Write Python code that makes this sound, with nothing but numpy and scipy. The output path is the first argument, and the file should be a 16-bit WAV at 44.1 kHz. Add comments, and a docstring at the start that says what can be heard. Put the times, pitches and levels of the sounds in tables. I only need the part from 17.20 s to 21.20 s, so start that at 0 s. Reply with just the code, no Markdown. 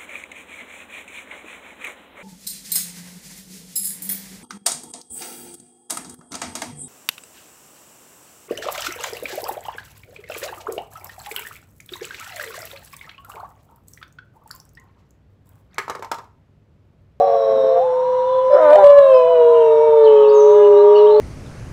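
"""Three wolves howl at a forest edge. From the start one holds a middle note; a second is hoarse, its vocal
folds repeating every third cycle, and breaks into a thin high note at 0.6 s. At 1.3 s the nearest joins
with a rough yelp, gets loud enough to clip and slides down. From 2.7 s a faint fourth howl echoes from
the trees. Behind them: forest air, soft ground bumps at 0.4 and 3.2 s, and far birds from 1 s on."""
import sys
import numpy as np
from scipy import signal
from scipy.fft import rfft, irfft
from scipy.io import wavfile
from scipy.ndimage import uniform_filter1d

SR = 44100
rng = np.random.default_rng(int(sys.argv[2]) if len(sys.argv) > 2 else 0)


def to_wav(sig):
    """Store sig (one row per channel, or 1-D mono) as 16-bit WAV at the path in sys.argv[1].

    Samples outside -1..1 are clipped; the rate is SR.
    """
    pcm = np.clip(np.atleast_2d(sig), -1, 1) * 32767
    pcm = np.round(pcm).astype(np.int16)
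    wavfile.write(sys.argv[1], SR, pcm.T)  # frames by channels


N = 176400
TIME = np.arange(N) / SR
TREBLE_EDGE_HZ = 9700


def amp(db):
    """Decibels to gain."""
    return 10 ** (np.asarray(db) / 20)


def unit(x):
    """Scale to rms 1."""
    return x / np.sqrt(np.mean(x ** 2) + 1e-20)


def curves(table):
    """Timed points to one smooth curve per value column."""
    times_s, *columns = np.transpose(table)
    return [uniform_filter1d(np.interp(TIME, times_s, c), size=500) for c in columns]


def colour(points, hz):
    """Interpolate over log frequency."""
    points_hz, values = np.transpose(points)
    return np.interp(np.log(hz + 1), np.log(points_hz), values)


def noise(gain):
    """Noise of rms 1, spectrum shaped by gain(hz)."""
    return unit(irfft(rfft(rng.standard_normal(N)) * gain(np.fft.rfftfreq(N, 1 / SR)), N))


def drift(rate_hz):
    """Random wander, rms 1, rolling off above rate_hz."""
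    return noise(lambda hz: 1 / (1 + (hz / rate_hz) ** 2))


def burst(peak_s, length_s, centre_hz, width_hz, db):
    """Short swell of noise in one resonance."""
    swell = np.exp(-np.abs(2 * (TIME - peak_s) / length_s) ** 3)
    return amp(db) * swell * noise(lambda hz: 1 / (1 + (2 * (hz - centre_hz) / width_hz) ** 2 / 2) ** 2)


def whistle(hz, db, jitter):
    """One slightly unsteady partial."""
    return np.sqrt(2) * amp(db) * np.sin(2 * np.pi * np.cumsum(hz * (1 + jitter * drift(64))) / SR)


def low_pass(x, hz):
    """Steep band limit."""
    return signal.oaconvolve(x, signal.firwin(401, hz, window=("kaiser", 8), fs=SR)[None], "same")


def forest_air():
    """Steady, dull background noise."""
    # (frequency [Hz], relative density [dB])
    spectrum = [(20,-33.5),(48,-18.5),(70,-3.5),(105,4.5),(150,3.5),(220,-1),(400,-5.5),(900,7.5),(1500,-2.5),(2200,-17),(3500,-16),(4700,-27.5),(6000,-27.5),(7500,-31)]
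    return amp(-39.5) * noise(lambda hz: amp(colour(spectrum, hz)))


def forest_echo(x, taps_per_s=1500, gap_s=.012):
    """Scattered echoes from trunks, each band dying at its own rate."""
    # (frequency [Hz], T60 [s])
    decay = [(200,0.97),(600,.9),(1500,0.89),(4000,0.37),(9000,0.93)]
    taps = rng.standard_normal(SR) * (rng.random(SR) < taps_per_s / SR) * (TIME[:SR] > gap_s)
    hz, age_s, bands = signal.stft(taps, SR, nperseg=256)
    fade = amp(-60 * age_s / colour(decay, hz)[:, None])
    tail = signal.istft(bands * fade, SR, nperseg=256)[1]
    return signal.fftconvolve(x, tail / np.linalg.norm(tail))[:N]


def birds():
    """Far chirps: short sine glides that warble and flicker."""
    # (start [s], length [s], start pitch [Hz], end pitch [Hz], relative level [dB])
    chirps = [(1.041,0.2,3570,3370,-49.5),(1.933,0.036,4913,5250,-47),(2.34,0.035,3203,2784,-42),(2.397,0.039,3500,2418,-40),(1.316,.04,5020,5400,-48.5),(2.837,0.03,4664,3580,-41.5),(2.857,0.034,3177,2833,-33.5),(2.893,0.15,3240,2966,-42),(3.018,0.06,3120,2470,-40),(3.076,0.036,4090,5100,-43.5),(3.105,0.048,2620,2845,-46),(3.126,0.12,6743,5800,-40.5),(3.42,0.048,2854,2790,-40),(3.547,0.1,3705,4194,-47),(3.737,0.047,2985,2858,-35.5),(3.741,0.098,4706,3596,-43.5),(3.855,0.027,2580,3372,-37.5),(3.865,0.14,3740,4310,-42)]
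    song, warble = np.zeros(N), 1 + .018 * drift(120)
    for start_s, length_s, from_hz, to_hz, db in chirps:
        at = (TIME > start_s) & (TIME < start_s + length_s)
        progress = (TIME[at] - start_s) / length_s
        hz = (from_hz + (to_hz - from_hz) * progress) * warble[at]
        envelope = np.sqrt(2) * amp(db) * np.sin(np.pi * progress)
        song[at] += envelope * np.sin(2 * np.pi * np.cumsum(hz) / SR)
    flicker = unit(1 + .4 * drift(150))
    return song * flicker


def far_wolf():
    """Faint high howl: one sinking partial."""
    # (time [s], pitch [Hz], level [dB])
    contour = [(2.7,1268,-81.5),(2.93,1255,-35.5),(3.15,1238,-34.5),(3.45,1221,-40.5),(3.65,1146,-34),(4,1158,-42)]
    return whistle(*curves(contour), jitter=.009)


def ground_bumps():
    """Soft bumps and scuffs: low noise bursts."""
    # (peak time [s], length [s], centre [Hz], width [Hz], level [dB])
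    bumps = [(0.386,0.2,260,142,-41.5),(3.21,0.036,231,255,-48)]
    return sum(burst(*row) for row in bumps)


def throat_rush(tones):
    """Air rushing through the throats, following the rms of the howls."""
    # (frequency [Hz], relative density [dB])
    spectrum = [(100,-36),(280,-13),(450,0.5),(750,-1.5),(1200,1.5),(1600,-10),(2100,-15),(3200,-22.5),(4800,-32),(9000,-46)]
    effort = np.sqrt(np.abs(uniform_filter1d(tones ** 2, size=2000)))
    return amp(-30.5) * effort * noise(lambda hz: amp(colour(spectrum, hz)))


def throat_rasps():
    """Rasp and hiss where a voice turns chaotic."""
    # (peak time [s], length [s], centre [Hz], width [Hz], level [dB])
    rasps = [(0.011,0.15,758,70.5,-13),(0.142,0.04,738,40,-15),(0.294,0.28,743,121.4,-38.5),(.25,0.63,5490,390,-55.5),(0.257,.75,3924,140,-53),(0.6,0.061,755,127.4,-28.5),(1.366,0.073,564.8,129.4,-12),(1.378,.1,726,121,-27),(1.362,0.071,418,90,-30),(1.37,0.089,1345,600,-29.5),(1.48,.3,1650,898,-37.5),(1.552,0.077,700,162.2,-17.5),(1.601,0.056,820.8,60.3,-21.5)]
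    return sum(burst(*row) for row in rasps)


def howl(hz, db, octave_db, throat, jitter, shimmer, bright_db=0, hoarse=(), hoarse_colour=None):
    """Near-pure voice: (tone, overtones). When hoarse, the folds repeat only every few cycles."""
    phase = 2 * np.pi * (np.cumsum(hz * (1 + jitter * drift(45))) / SR + rng.random())
    tone, overtones = np.sin(phase), np.zeros(N)
    flutter_db, flutter_hz = 4, 6
    for k in range(2, 21):
        if k == 2:
            partial_db = octave_db
        else:
            partial_db = colour(throat, k * hz) + bright_db + flutter_db * drift(flutter_hz)
        partial = np.sin(k * phase + 2 * np.pi * rng.random())
        overtones += amp(partial_db) * (k * hz < TREBLE_EDGE_HZ) * partial
    for start_s, end_s, cycles, hoarse_db in hoarse:
        gate = amp(hoarse_db) * np.clip(np.minimum(TIME - start_s, end_s - TIME) / .03 + .5, 0, 1)
        at = gate > 0
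        for k in range(1, 12):
            if k % cycles or k > 2 * cycles:  # subharmonic series, minus fundamental and octave
                partial = np.sin(k / cycles * phase[at] + 2 * np.pi * rng.random())
                tone[at] += gate[at] * amp(colour(hoarse_colour, hz[at] * k / cycles)) * partial
    return np.sqrt(2) * amp(db) * (1 + shimmer * drift(35)) * np.array([tone, overtones])


def steady_wolf():
    """Clean middle note that steps up near 1.7 s."""
    # (time [s], pitch [Hz])
    pitch = [(0,566.7),(.15,551.5),(.5,527.7),(.7,508),(.97,509.4),(1.12,518.3),(1.33,520.5),(1.45,513),(1.56,511),(1.68,545.5),(1.85,630),(2.04,649.5),(2.1,677),(2.16,650),(2.36,647),(2.57,600.5),(2.66,610.7),(3.06,550.5),(3.15,553.4),(3.35,599.4),(3.56,588),(3.76,611.5),(3.89,608),(4,595)]
    # (time [s], level [dB], octave [dB re fundamental])
    level = [(0,-16,-17),(.2,-17.5,-19),(.5,-15.5,-26),(.8,-17.5,-20),(1.3,-16,-23),(1.5,-18.5,-24),(1.65,-23,-9),(1.78,-29,-11.5),(1.83,-19.5,-27.5),(2.1,-17,-37.5),(2.4,-19.5,-29),(2.8,-18,-22.5),(3.1,-20,-12),(3.4,-18.5,-23.5),(3.65,-19.5,-15.5),(3.8,-21.5,-22),(4,-20,-25)]
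    # upper partials (frequency [Hz], level [dB re fundamental])
    throat = [(1600,-45.5),(2700,-60.5),(3500,-47.5),(3700,-35.5),(3950,-41),(4800,-75.5),(5500,-50),(6200,-65.5),(9200,-72)]
    return howl(*curves(pitch), *curves(level), throat, jitter=.0025, shimmer=.075)


def high_wolf():
    """Hoarse note breaking upward into a thin, wavering one; brighter as pitch rises."""
    # (time [s], pitch [Hz])
    pitch = [(0,704),(.33,660.4),(.48,661),(.595,700),(.65,870),(.71,872),(.78,933),(.905,975),(1.02,964),(1.11,992.5),(1.36,1002),(1.59,972),(1.74,1051),(1.87,1050),(2.04,995),(2.26,954),(2.33,1018),(2.46,956.6),(2.76,919),(3.08,932),(3.46,987),(3.59,947),(3.86,951.5),(3.97,861)]
    # (time [s], level [dB])
    level = [(0,-20.5),(.3,-22.5),(.52,-23),(.585,-16),(.64,-26.5),(.73,-30.5),(.82,-26.5),(1.15,-24.5),(1.6,-23.5),(1.85,-24.5),(1.95,-24),(2.05,-26),(2.24,-27.5),(2.33,-24.5),(2.55,-28),(2.65,-22),(2.76,-27.5),(3.2,-24.5),(3.55,-25.5),(3.85,-22),(4,-28.5)]
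    # overtones (frequency [Hz], relative level [dB])
    throat = [(1300,-34),(2000,-52),(2900,-39.5),(3800,-32.5),(4800,-55.5),(5700,-39.5),(6700,-61),(9200,-64.5)]
    # (start [s], end [s], repeat [cycles], relative level [dB])
    hoarse = [(-.1, .59, 3, 0)]
    # subharmonic series (frequency [Hz], gain [dB])
    hoarse_colour = [(220,-42.5),(440,0),(880,-21.5),(1100,-15.5),(1500,-32),(3000,-50.5)]
    hz, = curves(pitch)
    octave_db = colour(throat, 2 * hz)
    bright_db = 18 * np.log2(hz / np.median(hz))
    return howl(hz, *curves(level), octave_db, throat, jitter=.0045, shimmer=.19,
                bright_db=bright_db, hoarse=hoarse, hoarse_colour=hoarse_colour)


def near_wolf():
    """Hoarse yelp clearing into a loud nasal howl; mellower as pitch falls."""
    # (time [s], pitch [Hz])
    pitch = [(1.3,586),(1.35,564.2),(1.385,651.3),(1.415,626.3),(1.49,588.2),(1.55,611),(1.61,591.3),(1.64,577.2),(1.79,567.4),(1.95,516.9),(2.04,496.2),(2.12,499.7),(2.25,474),(2.35,471.3),(2.49,451.6),(2.66,455.4),(2.78,449.2),(2.97,426.3),(3.25,422),(3.56,409.4),(3.72,415.3),(4,427)]
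    # (time [s], level before beats [dB], octave [dB re fundamental])
    level = [(1.285,-66.5,-36),(1.305,-15,-34),(1.35,-10,-23.5),(1.39,-19,-21),(1.43,-10.5,-14.5),(1.51,-8,-17.5),(1.53,-7,-28.5),(1.56,-7.5,-27.5),(1.58,-11.5,-30),(1.62,-13,-19.5),(1.635,-6,-26),(1.785,-6,-22),(1.89,-9.5,-29.5),(1.95,-6.5,-14),(2.03,-13.5,-23.5),(2.13,-13,-18),(2.21,-9,-22.5),(2.45,-10.5,-17.5),(2.66,-12,-18),(2.86,-7.5,-23),(3.1,-9,-32.5),(3.32,-7.5,-25.5),(3.85,-7.5,-28.5),(4,-10,-22)]
    # brief peaks as the near and steady howls beat together (time [s], half length [s], gain [dB])
    beat_peaks = [(1.535,.004,4.4),(1.558,.004,4.4),(1.641,.007,3.1),(1.666,.008,3.3),(1.702,.011,3.2),(1.783,.013,3.2)]
    # upper partials (frequency [Hz], relative level [dB])
    throat = [(1700,-41),(2050,-49.5),(3000,-49),(3600,-47.5),(4200,-57.5),(4800,-70),(9200,-66)]
    # (start [s], end [s], repeat [cycles], relative level [dB])
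    hoarse = [(1.392, 1.533, 2, -15), (1.57, 1.628, 3, -11.5)]
    # subharmonic series (frequency [Hz], gain [dB])
    hoarse_colour = [(200,-27.5),(300,-9),(390,0),(780,8.5),(900,1),(1350,-15),(1490,-5),(1620,-17.5),(1790,-20),(2100,-22),(2600,-33.5)]
    # (time [s], fifth partial [dB], sixth partial [dB])
    nasal_level = [(1.55,-76.5,-69.5),(1.75,-56,-63.5),(1.95,-38.5,-57),(2.1,-52,-42.5),(2.25,-56.5,-48),(2.65,-50,-55.5),(3,-75.5,-72.5)]
    hz, = curves(pitch)
    db, octave_db = curves(level)
    fifth_db, sixth_db = curves(nasal_level)
    beat_db = sum(gain_db * np.exp(-((TIME - peak_s) / half_s) ** 4)
                  for peak_s, half_s, gain_db in beat_peaks)
    bright_db = 14 * np.log2(hz / hz.min()) - 3
    tone, overtones = howl(hz, db + beat_db, octave_db, throat, jitter=.0024, shimmer=.039,
                           bright_db=bright_db, hoarse=hoarse, hoarse_colour=hoarse_colour)
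    nasal = whistle(5 * hz, fifth_db, jitter=.0022) + whistle(6 * hz, sixth_db, jitter=.0024)
    entry_s = level[0][0]
    return (TIME > entry_s) * np.array([tone, overtones + nasal])


def scene():
    """Mono mix of direct sound and forest echo; the far wolf is echo only."""
    high = high_wolf()
    tones, overtones = steady_wolf() + high + near_wolf()
    rush, rasps, bumps = throat_rush(tones), throat_rasps(), ground_bumps()
    song = birds()
    direct = forest_air() + amp(-1.5) * song + bumps + rush + rasps + overtones + tones
    wolf_send = amp(-25.5) * tones + amp(-23) * high[0] + amp(-6) * overtones + amp(-21) * rasps
    echo = forest_echo(wolf_send + amp(-1) * song + far_wolf())
    return (direct + echo)[None]


def record(dry):
    """Treble cut off above 9.7 kHz; the loudest peaks clip at full scale."""
    knee_sharpness, output_edge_hz = 50, 16000
    x = low_pass(dry, TREBLE_EDGE_HZ)
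    clipped = x / (1 + np.abs(x) ** knee_sharpness) ** (1 / knee_sharpness)
    return low_pass(clipped, output_edge_hz)


dry = scene()
out = record(dry)
to_wav(out)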